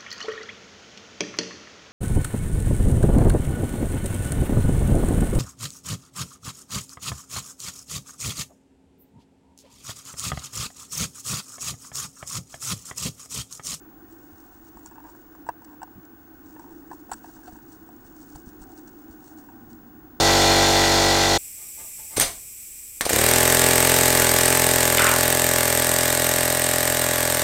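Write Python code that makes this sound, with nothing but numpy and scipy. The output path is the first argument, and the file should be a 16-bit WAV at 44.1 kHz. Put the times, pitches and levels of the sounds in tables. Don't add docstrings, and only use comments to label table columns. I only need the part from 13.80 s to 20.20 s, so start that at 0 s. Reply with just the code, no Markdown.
import sys
import numpy as np
from scipy.fft import rfft, irfft, next_fast_len
from scipy.io import wavfile
from scipy.ndimage import map_coordinates

SR = 44100
rng = np.random.default_rng(int(sys.argv[2]) if len(sys.argv) > 2 else 0)


def to_wav(sig):
    pcm = np.clip(np.atleast_2d(sig), -1, 1) * 32767
    pcm = np.round(pcm).astype(np.int16)
    wavfile.write(sys.argv[1], SR, pcm.T)


N = 282240
TIME_S = np.arange(N) / SR
TOP_HZ = 16000

# [f/Hz, rel. level/dB per Hz]
RUMBLE_SPECTRUM = [(10, -20), (25, -5.5), (50, 1.5), (100, -5), (170, -8.5), (240, -1.5), (400, -25),
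                   (700, -26.5), (2000, -61)]
# [t/s, rel. level/dB]
HUM_LEVEL = [(0, -49), (.8, -53.5), (1.7, -51.5), (2.4, -53), (3.0, -44), (3.4, -51), (4.1, -50.5),
             (5.1, -47), (5.4, -50), (6.4, -51)]
# [f/Hz, width/Hz, rel. level/dB]
HOLLOW_MODES = [(318.7, 34, 5), (258, 46, -7)]
# [f/Hz, rel. level/dB per Hz]
AIR_SPECTRUM = [(200, -9), (420, 2.5), (600, -7.5), (760, 5), (880, -1.5), (1020, -1), (1270, -4.5),
                (1520, 2), (1690, -9.5), (1830, -5.5), (2050, -21), (3000, -25), (8000, -69)]
# [t/s, level/dB rms]
SURGE_LEVEL = [(0, -71), (4.2, -56.5), (4.6, -58), (5.4, -59.5), (5.9, -50), (6.4, -55.5)]
# [f/Hz, width/Hz, rel. level/dB]
SURGE_BANDS = [(100, 71, -2.5), (239.5, 19.5, 8)]
# [f/Hz, rel. level/dB per Hz]
HISS_SPECTRUM = [(500, 1.5), (2700, 0.5), (3600, -2), (5000, -4), (7000, -1.5), (8500, -5.5), (10000, -13),
                 (13000, -14), (15500, -15)]
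# [f/Hz, level/dB rms]
WHINE_TONES = [(15625.4, -53.8), (9286.5, -81.5), (6334, -89)]
# [t/s, level/dB before fidgeting]
STIR_LEVEL = [(0, -74), (.2, -73.5), (.7, -63.5), (1.2, -72.5), (1.5, -69), (1.75, -75), (2.5, -74.5),
              (2.75, -65), (3.05, -69), (3.4, -62), (3.85, -68), (4.5, -63), (4.8, -67), (5.25, -66),
              (5.8, -70), (6.4, -78.5)]
# [t/s, rel. level/dB, half length/s]
STROKES = [(.315, -65, 0.038), (0.874, -63.5, 0.028), (1.065, -61, .035), (1.3, -64.5, 0.037),
           (3.133, -63, .029), (3.557, -59.5, 0.026), (3.652, -61.5, 0.038), (3.742, -60, 0.042),
           (3.92, -60, 0.035), (4.427, -61, .035), (4.553, -58.5, 0.046), (4.687, -56.5, 0.022),
           (4.825, -57.5, .018), (4.982, -56.5, 0.024), (5.081, -59.5, 0.018), (5.324, -61, 0.018),
           (5.461, -58, .04), (5.592, -58.5, 0.021), (5.91, -62.5, 0.019)]
# [f/Hz, rel. level/dB per Hz]
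FEATHER_SPECTRUM = [(1000, -15), (2500, -20), (3800, -11), (5000, -3.5), (6600, -0.5), (8100, -0.5),
                    (9800, -9), (10700, -8), (12500, -15), (15000, -39)]
# [nominal f/Hz, width/Hz, rel. level/dB]
BOX_MODES = [(260, 140, -14.5), (556, 98, -48), (706, 93, 0.5), (939, 110, 6), (1182, 60, -9.5),
             (1516, 89, -2.5), (1740, 107, -9), (2710, 61, -9.5)]
# [nominal f/Hz, width/Hz, rel. level/dB]
CLAW_MODES = [(4600, 400, -5), (5715, 200, 4), (7250, 410, 2.5), (7850, 210, 7), (9540, 340, -2.5),
              (11060, 530, -12)]
# [t/s, rel. level/dB, push f/Hz]
NUDGES = [(.525, -47, 86), (0.952, -46, 59), (1.076, -48, 75), (2.156, -43, 100), (2.18, -42, 114),
          (3.321, -45, 55.5), (3.726, -43.5, 55), (4.547, -36.5, 49), (4.667, -38, 50.6),
          (4.809, -39.5, 44.6), (5.298, -44, 54)]
# [f/Hz, rel. level/dB per Hz]
SCUFF_SPECTRUM = [(20, -6), (60, -12), (180, 5.0), (300, 1), (700, -54), (2000, -70)]
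# [t/s, knock peak level/dB, click rel. level/dB re knock, favoured centre f/Hz]
TAPS = [(0.971, -35, -17, 845), (1.181, -34.5, -26, 1050), (1.249, -41, -24, 940), (1.551, -38.5, -14, 923),
        (1.666, -35, -18, 836), (1.6893, -16.5, -20.5, 930), (1.701, -39, -35, 950),
        (1.819, -41.5, -15, 950), (2.017, -30, -22, 1550), (2.030, -27, -11, 990), (2.076, -44, -20, 900),
        (2.251, -53, 4, 1460), (2.762, -36, -32, 910), (2.795, -35, -14, 966), (3.105, -41, -23, 1510),
        (3.114, -27.5, -22, 939), (3.13, -33.5, -17, 915), (3.294, -36, -16, 750), (3.317, -22, -23, 980),
        (3.332, -34, 1.5, 1630), (3.443, -35, -26, 940), (3.679, -38, -16, 750), (4.089, -39.5, -10.5, 710),
        (4.557, -38.5, -3, 730), (5.688, -38, -18, 1550)]
# [start t/s, end t/s, knock peak level/dB, favoured centre f/Hz]
SHUFFLES = [(1.052, 1.35, -43, 1110), (1.871, 1.949, -48.5, 930), (2.802, 2.92, -46.5, 1010),
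            (3.452, 3.802, -44, 1480), (5.417, 5.75, -48, 790)]
# [t/s, ring level/dB, rasp rel. level/dB, half length/s, ring centre f/Hz]
SCRATCHES = [(1.062, -39.5, -70, 0.0022, 7100), (1.074, -55, -57, 0.0059, 5700),
             (1.679, -59, -67, 0.0057, 8500), (1.849, -50, -58, 0.0034, 5160),
             (3.317, -32, -37, 0.0013, 7900), (3.322, -41, -42.5, .0057, 7900),
             (3.338, -41, -45.5, 0.0059, 7800), (3.682, -57, -55.5, 0.011, 4600),
             (4.554, -55, -54, .0023, 7000), (4.839, -53, -55.5, 0.0025, 7900),
             (5.932, -52.5, -75, 0.0015, 4600)]
# [f/Hz, rel. level/dB per Hz]
RASP_SPECTRUM = [(500, -13), (1500, 17), (2200, -6), (2800, -1), (3700, -4.5), (4300, -7), (6000, -14),
                 (7700, -1), (9100, -13), (10700, 0), (15000, -36)]
# [t/s, level/dB rms at height, half length/s, mode f/Hz, width/Hz]
BRUSHES = [(1.282, -52, 0.023, 950, 140), (2.806, -59, 0.015, 950, 140), (3.687, -44.5, 0.013, 734, 5.9),
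           (4.904, -54.5, 0.098, 765, 34), (5.66, -60.5, 0.4, 775, 31)]


def amp(db):
    return 10 ** (np.asarray(db) / 20)


def unit(x):
    return x / np.sqrt(np.mean(x ** 2) + 1e-20)


def curve(points):
    t_s, values = np.transpose(points)
    return np.interp(TIME_S, t_s, values)


def filtered(x, response):
    size = next_fast_len(len(x) + 8192)
    f_hz = np.fft.rfftfreq(size, 1 / SR)
    return irfft(rfft(x, size) * response(f_hz), size)[:len(x)]


def coloured(x, spectrum):
    hz, db = np.transpose(spectrum)
    return unit(filtered(x, lambda f: amp(np.interp(np.log(f + 1), np.log(hz), db))))


def ring(x, modes):
    def response(f):
        total = 0
        for k, (hz, width_hz, db) in enumerate(modes):
            resonance = hz * width_hz / (hz * hz - f * f + 1j * f * width_hz)
            total = total + (-1) ** k * amp(db) * resonance
        return total
    return filtered(x, response)


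def noise():
    return rng.standard_normal(N)


def clipped_noise():
    return np.clip(noise(), -2, 2)


def grains(rate_hz, spread_db):
    slipping = rng.random(N) < rate_hz / SR
    return unit(slipping * noise() * amp(spread_db * clipped_noise()))


def wobble(rate_hz):
    return map_coordinates(clipped_noise(), [TIME_S * rate_hz])


def swell(t_s, half_s):
    return np.exp(-np.minimum(((TIME_S - t_s) / half_s) ** 2, 20))


def stroke(x, t_s, half_s):
    shape = swell(t_s, half_s)
    return x * shape * np.linalg.norm(shape) / np.linalg.norm(x * shape)


def add(track, t_s, sound):
    room = track[round(t_s * SR):][:len(sound)]
    room += sound[:len(room)]


def favoured(modes, centre_hz, favour_db, octaves):
    chance = rng.normal(0, [.015, 1.5], (len(modes), 2))
    varied = []
    for (hz, width_hz, db), (shift, luck_db) in zip(modes, chance):
        nearness = np.exp(-(np.log2(hz / centre_hz) / octaves) ** 2)
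        varied.append((hz * (1 + shift), width_hz, db + favour_db * nearness + luck_db))
    return varied


def drone(rumble_db, hum_trim_db, air_db):
    rumble = amp(rumble_db) * coloured(noise(), RUMBLE_SPECTRUM)
    hollow = filtered(ring(noise(), HOLLOW_MODES), lambda f: 1 / (1 + (f / 480) ** 4))
    hum = amp(curve(HUM_LEVEL) + hum_trim_db) * unit(hollow)
    air = amp(air_db) * coloured(noise(), AIR_SPECTRUM)
    surge = amp(curve(SURGE_LEVEL)) * unit(ring(noise(), SURGE_BANDS))
    return rumble + hum + air + surge


def camera(hiss_db):
    whine = sum(amp(db) * np.sqrt(2) * np.sin(2 * np.pi * hz * TIME_S) for hz, db in WHINE_TONES)
    return amp(hiss_db) * coloured(noise(), HISS_SPECTRUM) + whine


def feathers(stroke_trim_db, box_db, bright_db, crackle_db, crackle_rate_hz, flick_db):
    fidget = amp(curve(STIR_LEVEL) + 2.5 * wobble(rate_hz=27))
    power = fidget ** 2
    for t_s, db, half_s in STROKES:
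        power += (amp(db + stroke_trim_db) * swell(t_s, half_s)) ** 2
    effort = np.sqrt(power)
    bursts = map_coordinates(clipped_noise(), [TIME_S * crackle_rate_hz], order=1)
    sliding = unit(amp(crackle_db * bursts) * noise())
    barbs = sliding + amp(flick_db) * grains(rate_hz=430, spread_db=0)
    wood = amp(box_db) * unit(ring(barbs, BOX_MODES)) + amp(bright_db) * unit(ring(barbs, CLAW_MODES))
    return effort * unit(coloured(barbs, FEATHER_SPECTRUM) + wood)


def nudges(trim_db, rise_s, scuff):
    out, t = np.zeros(N), np.arange(SR // 10) / SR
    rub = coloured(noise(), SCUFF_SPECTRUM)
    envelope = t / rise_s * np.exp(1 - t / rise_s)
    for t_s, db, push_hz in NUDGES:
        push = np.sin(2 * np.pi * push_hz * t) + scuff * rub[round(t_s * SR):][:len(t)]
        add(out, t_s, amp(db + trim_db) * push * envelope)
    return out


def contacts(count):
    steps = []
    for start_s, end_s, db, centre_hz in SHUFFLES:
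        times_s = start_s + (end_s - start_s) * (np.arange(count) + rng.random(count)) / count
        steps += [(t_s, db, -13, centre_hz) for t_s in times_s]
    return TAPS + steps


def knocks(taps, favour_db, octaves, skid, skid_t60_s, soft_hz):
    out, t = np.zeros(N), np.arange(SR // 10) / SR
    for t_s, db, _, centre_hz in taps:
        blow = (t == 0) + skid * rng.standard_normal(len(t)) * amp(-60 * t / skid_t60_s)
        rounded = ring(blow, [(soft_hz, soft_hz, 0)])
        knock = ring(rounded, favoured(BOX_MODES, centre_hz, favour_db, octaves))
        add(out, t_s, amp(db) * knock / np.abs(knock).max())
    return out


def clicks(taps, trim_db, t60_s, rise_s):
    out, t = np.zeros(N), np.arange(SR // 10) / SR
    envelope = (1 - np.exp(-t / rise_s)) ** 2 * amp(-60 * t / t60_s)
    for t_s, db, claw_db, _ in taps:
        skid = rng.standard_normal(len(t)) * envelope
        click = ring(skid, CLAW_MODES)
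        add(out, t_s, amp(db + claw_db + trim_db) * click / np.abs(click).max())
    return out


def scratches(rasp_trim_db, favour_db, octaves):
    slips = grains(rate_hz=7000, spread_db=4)
    rasp, out = coloured(slips, RASP_SPECTRUM), np.zeros(N)
    for t_s, ring_db, rasp_db, half_s, centre_hz in SCRATCHES:
        bright = ring(slips, favoured(CLAW_MODES, centre_hz, favour_db, octaves))
        out += amp(ring_db) * stroke(bright, t_s, half_s)
        out += amp(rasp_db + rasp_trim_db) * stroke(rasp, t_s, half_s)
    return out


def brushes():
    out = np.zeros(N)
    for t_s, db, half_s, hz, width_hz in BRUSHES:
        out += amp(db) * stroke(ring(noise(), [(hz, width_hz, 0)]), t_s, half_s)
    return out


def scene():
    background = drone(rumble_db=-59, hum_trim_db=0.5, air_db=-57.5) + camera(hiss_db=-69.5)
    taps = contacts(count=9)
    bird = (feathers(stroke_trim_db=1.5, box_db=-3.5, bright_db=-14,
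                     crackle_db=5, crackle_rate_hz=370, flick_db=-7.5)
            + nudges(trim_db=-1.5, rise_s=0.0065, scuff=0.72)
            + knocks(taps, favour_db=9, octaves=0.21, skid=0.098, skid_t60_s=0.038, soft_hz=2120)
            + clicks(taps, trim_db=2, t60_s=0.015, rise_s=0.00031)
            + scratches(rasp_trim_db=3, favour_db=11.5, octaves=0.13)
            + brushes())
    return (background + bird)[None]


def record(dry):
    return np.array([filtered(x, lambda f: f < TOP_HZ) for x in dry])


dry = scene()
out = record(dry)
to_wav(out)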